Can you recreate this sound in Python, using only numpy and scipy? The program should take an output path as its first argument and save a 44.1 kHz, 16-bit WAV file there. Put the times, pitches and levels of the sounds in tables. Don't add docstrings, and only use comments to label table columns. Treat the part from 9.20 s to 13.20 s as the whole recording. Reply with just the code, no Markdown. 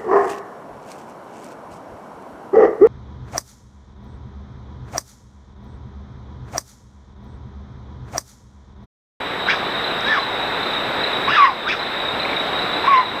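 import sys
import numpy as np
from scipy import signal
from scipy.fft import rfft, irfft, next_fast_len
from scipy.io import wavfile
from scipy.ndimage import uniform_filter1d

SR = 44100
rng = np.random.default_rng(int(sys.argv[2]) if len(sys.argv) > 2 else 0)


def store_wav(level_fs):
    pcm = np.round(np.clip(np.atleast_2d(level_fs), -1, 1) * 32767)
    wavfile.write(sys.argv[1], SR, pcm.T.astype(np.int16))


N = 176400

# (frequency [Hz], relative density [dB])
RUSH_SPECTRUM = [(15, -43), (30, -21), (60, -10.5), (112, -8.5), (200, -5), (360, -1), (750, 0.5),
                 (1500, -2), (2240, -6), (3010, -11.5), (3500, -11), (4100, -15.5), (4400, -22),
                 (5200, -27.5), (6400, -41), (8000, -51.5), (15000, -76)]
STROKE_LEVELS_DB = [4.5, 3.5, -8.5]
# (time [s], relative level [dB])
NEAR_CRICKET_CHIRPS = [(0.269, -31.5), (0.647, -27), (1.002, -28), (1.435, -30.5), (1.841, -28.5),
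                       (2.217, -30), (2.6, -27), (3.003, -27.5), (3.395, -30.5), (3.78, -25.5)]
# (time [s], pitch [Hz], relative level [dB])
FAR_CRICKET_CHIRPS = [(.232, 3830, -28), (.555, 3746, -27.5), (.85, 3820, -26.5), (1.205, 3866, -28),
                      (1.538, 3770, -25.5), (1.815, 3840, -26), (1.935, 3840, -25), (2.13, 3750, -27),
                      (2.477, 3730, -27), (2.773, 3780, -26), (2.858, 3756, -24.5), (3.17, 3800, -23.5),
                      (3.335, 3736, -24), (3.538, 3896, -23.5), (3.86, 3815, -25)]
# (time [s], pitch [Hz], whistle level [dB], roughness [0-1], air level [dB])
LION_NOTES = [
    [(.268, 1373, -25, .6, -40), (.281, 1439, -16.5, 0.6, -27), (.29, 1516, -13.5, .5, -23.5),
     (.3, 2024, -22, 0.92, -16.5), (.312, 2320, -18.5, 0.9, -15.5), (.326, 2125, -23.5, .95, -23),
     (.335, 1553, -17, .85, -26.5), (.345, 1330, -20, .8, -24.5), (.36, 1100, -40, .7, -41.5)],
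    [(.84, 1445, -43, 0.2, -39.5), (.865, 1629, -23, 0.2, -32), (.9, 1800, -19, 0.1, -32.5),
     (.927, 1754, -13.5, .5, -31), (.95, 1558, -19, 0.54, -28.5), (.968, 1260, -17.5, 0.6, -30),
     (.986, 1107, -12.5, 0.28, -31.5), (1.016, 970, -44, 0.3, -40)],
    [(2.07, 940, -25, 0.33, -35), (2.082, 1071, -13, 0.14, -28), (2.1, 1257, -19, 0.8, -20),
     (2.128, 1742, -18, .6, -24.5), (2.16, 1670, -11, 0.82, -20.5), (2.173, 1282, -15, 0.9, -18.5),
     (2.183, 1198, -6.5, 0.1, -18.5), (2.212, 1147, -3, .24, -19), (2.243, 1099, 0.5, 0.06, -13.5),
     (2.256, 1007, -5.5, 0.1, -11), (2.268, 960, -17.5, 0.1, -16), (2.295, 859, -20.5, .25, -28.5),
     (2.326, 730, -23, .25, -45)],
    [(2.264, 1167, -6, 0.4, -33), (2.294, 1050, -12, .15, -37), (2.324, 950, -30, .2, -47)],
    [(2.448, 1114, -24.5, 0.2, -46.5), (2.468, 1275, -21, 0.6, -44), (2.483, 1545, -12.5, 0.4, -28.5),
     (2.488, 1740, -25, .95, -20.5), (2.494, 2337, -18, 0.53, -20.5), (2.518, 2565, -16.5, 0.62, -25.5),
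     (2.528, 2340, -21.5, .9, -21.5), (2.535, 1557, -20.5, 0.8, -24), (2.56, 1010, -29, .8, -40.5)],
    [(3.635, 937, -22, .85, -42.5), (3.667, 969, -23.5, .4, -26.5), (3.681, 1075, -7.5, .15, -31),
     (3.692, 1143, -9, 0.2, -31), (3.7, 1130, -10.5, .13, -27), (3.738, 1089, -4, 0.11, -18.5),
     (3.76, 1024, -6.5, 0.06, -18.5), (3.797, 1021, -6.5, .35, -23.5), (3.812, 992, -13.5, 0.42, -22.5),
     (3.82, 972, -21, 0.64, -27), (3.855, 955, -25, .8, -42)],
]
AIR_TREBLE_DB = [1, 5, -5, -4, 2.5, -6]
# (pitch multiple, relative level [dB])
WHISTLE_HARMONICS = [(1, -0.5), (2, -29.5), (3, -35.5)]
# (frequency [Hz], relative density [dB])
MOUTH_SPECTRUM = [(500, -39), (1000, -8), (1580, -1.5), (1900, -0.5), (2400, -10), (2800, -6.5),
                  (3100, -11), (3450, -4.5), (3850, -10), (4300, -22), (4650, -18), (4900, -14),
                  (5200, -16.5), (5480, -19.5), (5850, -27), (6300, -27.5), (7000, -43), (12000, -65)]
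# (time [s], frequency [Hz])
JAW_RESONANCE = [(.29, 2100), (.31, 2308), (.35, 2230), (.93, 2280), (1, 2050), (2.09, 2450), (2.11, 2740),
                 (2.165, 2760), (2.21, 2290), (2.26, 1910), (2.49, 2380), (2.52, 2600), (2.54, 2350),
                 (3.67, 2524), (3.73, 2140), (3.8, 2000)]
# (frequency [Hz], gain [dB], t60 [s])
RING_MODES = [(2364, 2, 0.24), (3340, 0, .13), (3430, 1, .13), (4930, 7.5, 0.23), (5500, 5, .22),
              (5600, 4, .22)]
# (time [s], level [dB])
RATTLE_PULSES = [(3.053, -22.5), (3.095, -24), (3.135, -22), (3.175, -26), (3.212, -30.5)]

STROKE_S, RATTLE_PULSE_S = .017, .016


def amp(db):
    return 10 ** (np.asarray(db) / 20)


def unit(x):
    return x / np.sqrt(np.mean(x ** 2) + 1e-20)


def add(mix, start_s, sound):
    part = mix[max(round(start_s * SR), 0):][:len(sound)]
    part += sound[:len(part)]


def colour(spectrum, hz):
    points_hz, db = np.transpose(spectrum)
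    return amp(np.interp(np.log(hz + 1), np.log(points_hz), db))


def wobble(n, rate_hz):
    size = next_fast_len(n + 4096)
    lowpass = np.exp(-.5 * (np.fft.rfftfreq(size, 1 / SR) / rate_hz) ** 2)
    return unit(irfft(rfft(rng.standard_normal(size)) * lowpass))[:n]


def rush(level_db=-22.5, patch_db=.96):
    hz = np.fft.rfftfreq(1024, 1 / SR)
    real, imag, patches = rng.standard_normal((3, N // 256 + 5, len(hz)))
    patches = uniform_filter1d(patches, size=12, axis=0)
    patches = unit(uniform_filter1d(patches, size=12, axis=1))
    frames = (real + 1j * imag) * colour(RUSH_SPECTRUM, hz) * amp(patch_db * patches)
    return amp(level_db) * unit(signal.istft(frames.T, nperseg=1024, noverlap=768)[1][:N])


def electronics(hiss_db=-51, whine_db=-57, whine_hz=7804, buzz_hz=29.8):
    t = np.arange(N) / SR
    polarity = np.tanh(8 * np.sin(2 * np.pi * buzz_hz * t))
    whine = np.sqrt(2) * np.sin(2 * np.pi * whine_hz * t) * polarity
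    return amp(whine_db) * whine + amp(hiss_db) * rng.standard_normal(N)


def cricket_chirp(hz, period_s=.032, sag_hz=130, scrape_depth=.0094, scrape_hz=116):
    t = np.arange(0, STROKE_S, 1 / SR)
    progress, chirp = t / STROKE_S, np.zeros(SR // 6)
    envelope = np.sqrt(2) * np.sin(np.pi * progress)
    for k, db in enumerate(STROKE_LEVELS_DB):
        scrape = 1 + scrape_depth * wobble(SR // 10, scrape_hz)[:len(t)]
        pitch_hz = hz * scrape + sag_hz * (.5 - progress)
        phase = 2 * np.pi * (np.cumsum(pitch_hz) / SR + rng.random())
        add(chirp, k * period_s, amp(db) * envelope * np.sin(phase))
    return chirp


def crickets(near_hz=3985, chorus_hz=3781, spread_hz=294, chorus_per_s=140, chorus_db=-30):
    near, far, chorus = np.zeros((3, N))
    for s, db in NEAR_CRICKET_CHIRPS:
        add(near, s - STROKE_S / 2, amp(db) * cricket_chirp(near_hz))
    for s, hz, db in FAR_CRICKET_CHIRPS:
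        add(far, s - STROKE_S / 2, amp(db) * cricket_chirp(hz))
    count = round(chorus_per_s * N / SR)
    for k, (offset, up, down) in enumerate(rng.random((count, 3))):
        add(chorus, (k + offset) / chorus_per_s, cricket_chirp(chorus_hz + spread_hz * (up - down)))
    echo = amp(-6.5) * trees(near + far, t60_s=.57)
    chorus = unit(chorus + trees(chorus, t60_s=.48))
    return near + amp(-2.5) * far + echo + amp(chorus_db) * chorus


def trees(x, t60_s):
    t = np.arange(SR) / SR
    taps = rng.standard_normal(SR) * (rng.random(SR) < .05)
    taps *= amp(-60 * t / t60_s) * (t > .006)
    return signal.fftconvolve(x, taps / np.linalg.norm(taps))[:N]


def lion_note(contour, treble_db):
    jitter_depth, jitter_hz, shimmer_depth, shimmer_hz = .06, 280, .3, 220
    fold_hz, fold_depth, fold_drift = 399.5, .43, .12
    throat_hz, throat_width_hz, throat_db = 2040, 130, 11
    voice_top_hz, fade_s = 3400, .0077
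    times_s, *columns = np.transpose(contour)
    t = np.arange(times_s[0], times_s[-1], 1 / SR)
    hz, whistle_db, rough, air_db = (np.interp(t, times_s, column) for column in columns)
    drift = lambda rate_hz: wobble(SR // 2, rate_hz)[:len(t)]
    phase_of = lambda f: 2 * np.pi * np.cumsum(f) / SR
    band = lambda angle, width_hz: drift(width_hz) * np.sin(angle) + drift(width_hz) * np.cos(angle)
    throat = lambda f: amp(throat_db / (1 + ((f - throat_hz) / throat_width_hz) ** 2))

    phase = phase_of(hz * (1 + jitter_depth * rough * drift(jitter_hz)))
    flutter = fold_depth * np.sin(phase_of(fold_hz * (1 + fold_drift * drift(shimmer_hz))))
    whistle = np.zeros(len(t))
    for k, db in WHISTLE_HARMONICS:
        lift = throat(k * hz) if k > 1 else 1
        whistle += np.sqrt(2) * amp(db) * lift * np.sin(k * phase)
    whistle *= np.sqrt(1 - rough ** 2)
    whistle *= 1 + rough * (flutter + shimmer_depth * drift(shimmer_hz))

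    rasp_width_hz = .19 * hz.mean()
    rasp = band(phase, rasp_width_hz)
    rasp += amp(-4) * colour(MOUTH_SPECTRUM, 2 * hz) * band(2 * phase, rasp_width_hz)
    voice = amp(whistle_db) * (whistle + rough * amp(-.5) * rasp)
    voice = signal.sosfilt(signal.butter(4, voice_top_hz, fs=SR, output="sos"), voice)

    jaw_hz = np.interp(t, *np.transpose(JAW_RESONANCE))
    resonance = amp(-3) * band(phase_of(jaw_hz), width_hz=150)
    air = amp(air_db) * (mouth_air(jaw_hz, treble_db) + resonance)
    fade = np.clip(np.minimum(t - times_s[0], times_s[-1] - t) / fade_s, 0, 1)
    return times_s[0], fade * (voice + air)


def mouth_air(jaw_hz, treble_db, split_hz=3160, open_hz=2390, db_per_octave=15.5):
    hz, n = np.fft.rfftfreq(SR, 1 / SR), len(jaw_hz)
    noise = unit(irfft(rfft(rng.standard_normal(SR)) * colour(MOUTH_SPECTRUM, hz)))
    low = irfft(rfft(noise) * (hz <= split_hz))[:n]
    high = noise[:n] - low
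    return low + high * amp(treble_db + db_per_octave * np.log2(jaw_hz / open_hz))


def ring(x):
    t = np.arange(SR // 2) / SR
    response = np.zeros(len(t))
    for hz, db, t60_s in RING_MODES:
        unity_peak = 2 * np.log(1000) / (t60_s * SR)
        response += unity_peak * amp(db - 60 * t / t60_s) * np.cos(2 * np.pi * hz * t)
    return signal.fftconvolve(x, response)[:N]


def forest_echo(x, leaves_above_hz=4400):
    treble = irfft(rfft(x) * (np.fft.rfftfreq(N, 1 / SR) > leaves_above_hz), N)
    return amp(-15) * trees(x, t60_s=.28) + amp(-6) * trees(treble, t60_s=.59)


def tick(level_db=-26, hz=5200, width_hz=600, decay_s=.002):
    t = np.arange(SR // 20) / SR
    band = wobble(len(t), width_hz) * np.sin(2 * np.pi * hz * t)
    return amp(level_db) * np.exp(-t / decay_s) * band


def rattle_pulse(level_db, hz=2255, width_hz=180):
    t = np.arange(0, RATTLE_PULSE_S, 1 / SR)
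    buzz = unit(wobble(SR // 10, width_hz)[:len(t)] * np.sin(2 * np.pi * hz * t))
    return amp(level_db) * np.sin(np.pi * t / RATTLE_PULSE_S) * buzz


def scene():
    background, lion = rush() + electronics() + crickets(), np.zeros(N)
    add(background, start_s=.807, sound=tick())
    for s, db in RATTLE_PULSES:
        add(background, s - RATTLE_PULSE_S / 2, rattle_pulse(db))
    for contour, treble_db in zip(LION_NOTES, AIR_TREBLE_DB):
        add(lion, *lion_note(contour, treble_db))
    return (background + lion + forest_echo(lion) + ring(lion))[None]


def record(dry):
    threshold_db, excess_share, start_duck_db = -20.5, .41, 4
    attack_s, recover_s, hop, cutoff_hz = .022, .39, 64, 15080
    power = uniform_filter1d(dry[0] ** 2, size=441)[::hop]
    level_db = 10 * np.log10(abs(power) + 1e-12)
    duck_db = [start_duck_db]
    for target_db in excess_share * np.maximum(level_db - threshold_db, 0):
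        lag_s = attack_s if target_db > duck_db[-1] else recover_s
        duck_db.append(duck_db[-1] + (target_db - duck_db[-1]) * (1 - np.exp(-hop / SR / lag_s)))
    ducked = dry / amp(np.interp(np.arange(N) / hop, np.arange(len(duck_db)), duck_db))
    faded = ducked * signal.windows.tukey(N, .002)
    lowpass = signal.firwin(511, cutoff_hz, window=("kaiser", 9), fs=SR)
    return signal.oaconvolve(faded, lowpass[None], "same")


dry = scene()
out = record(dry)
store_wav(out)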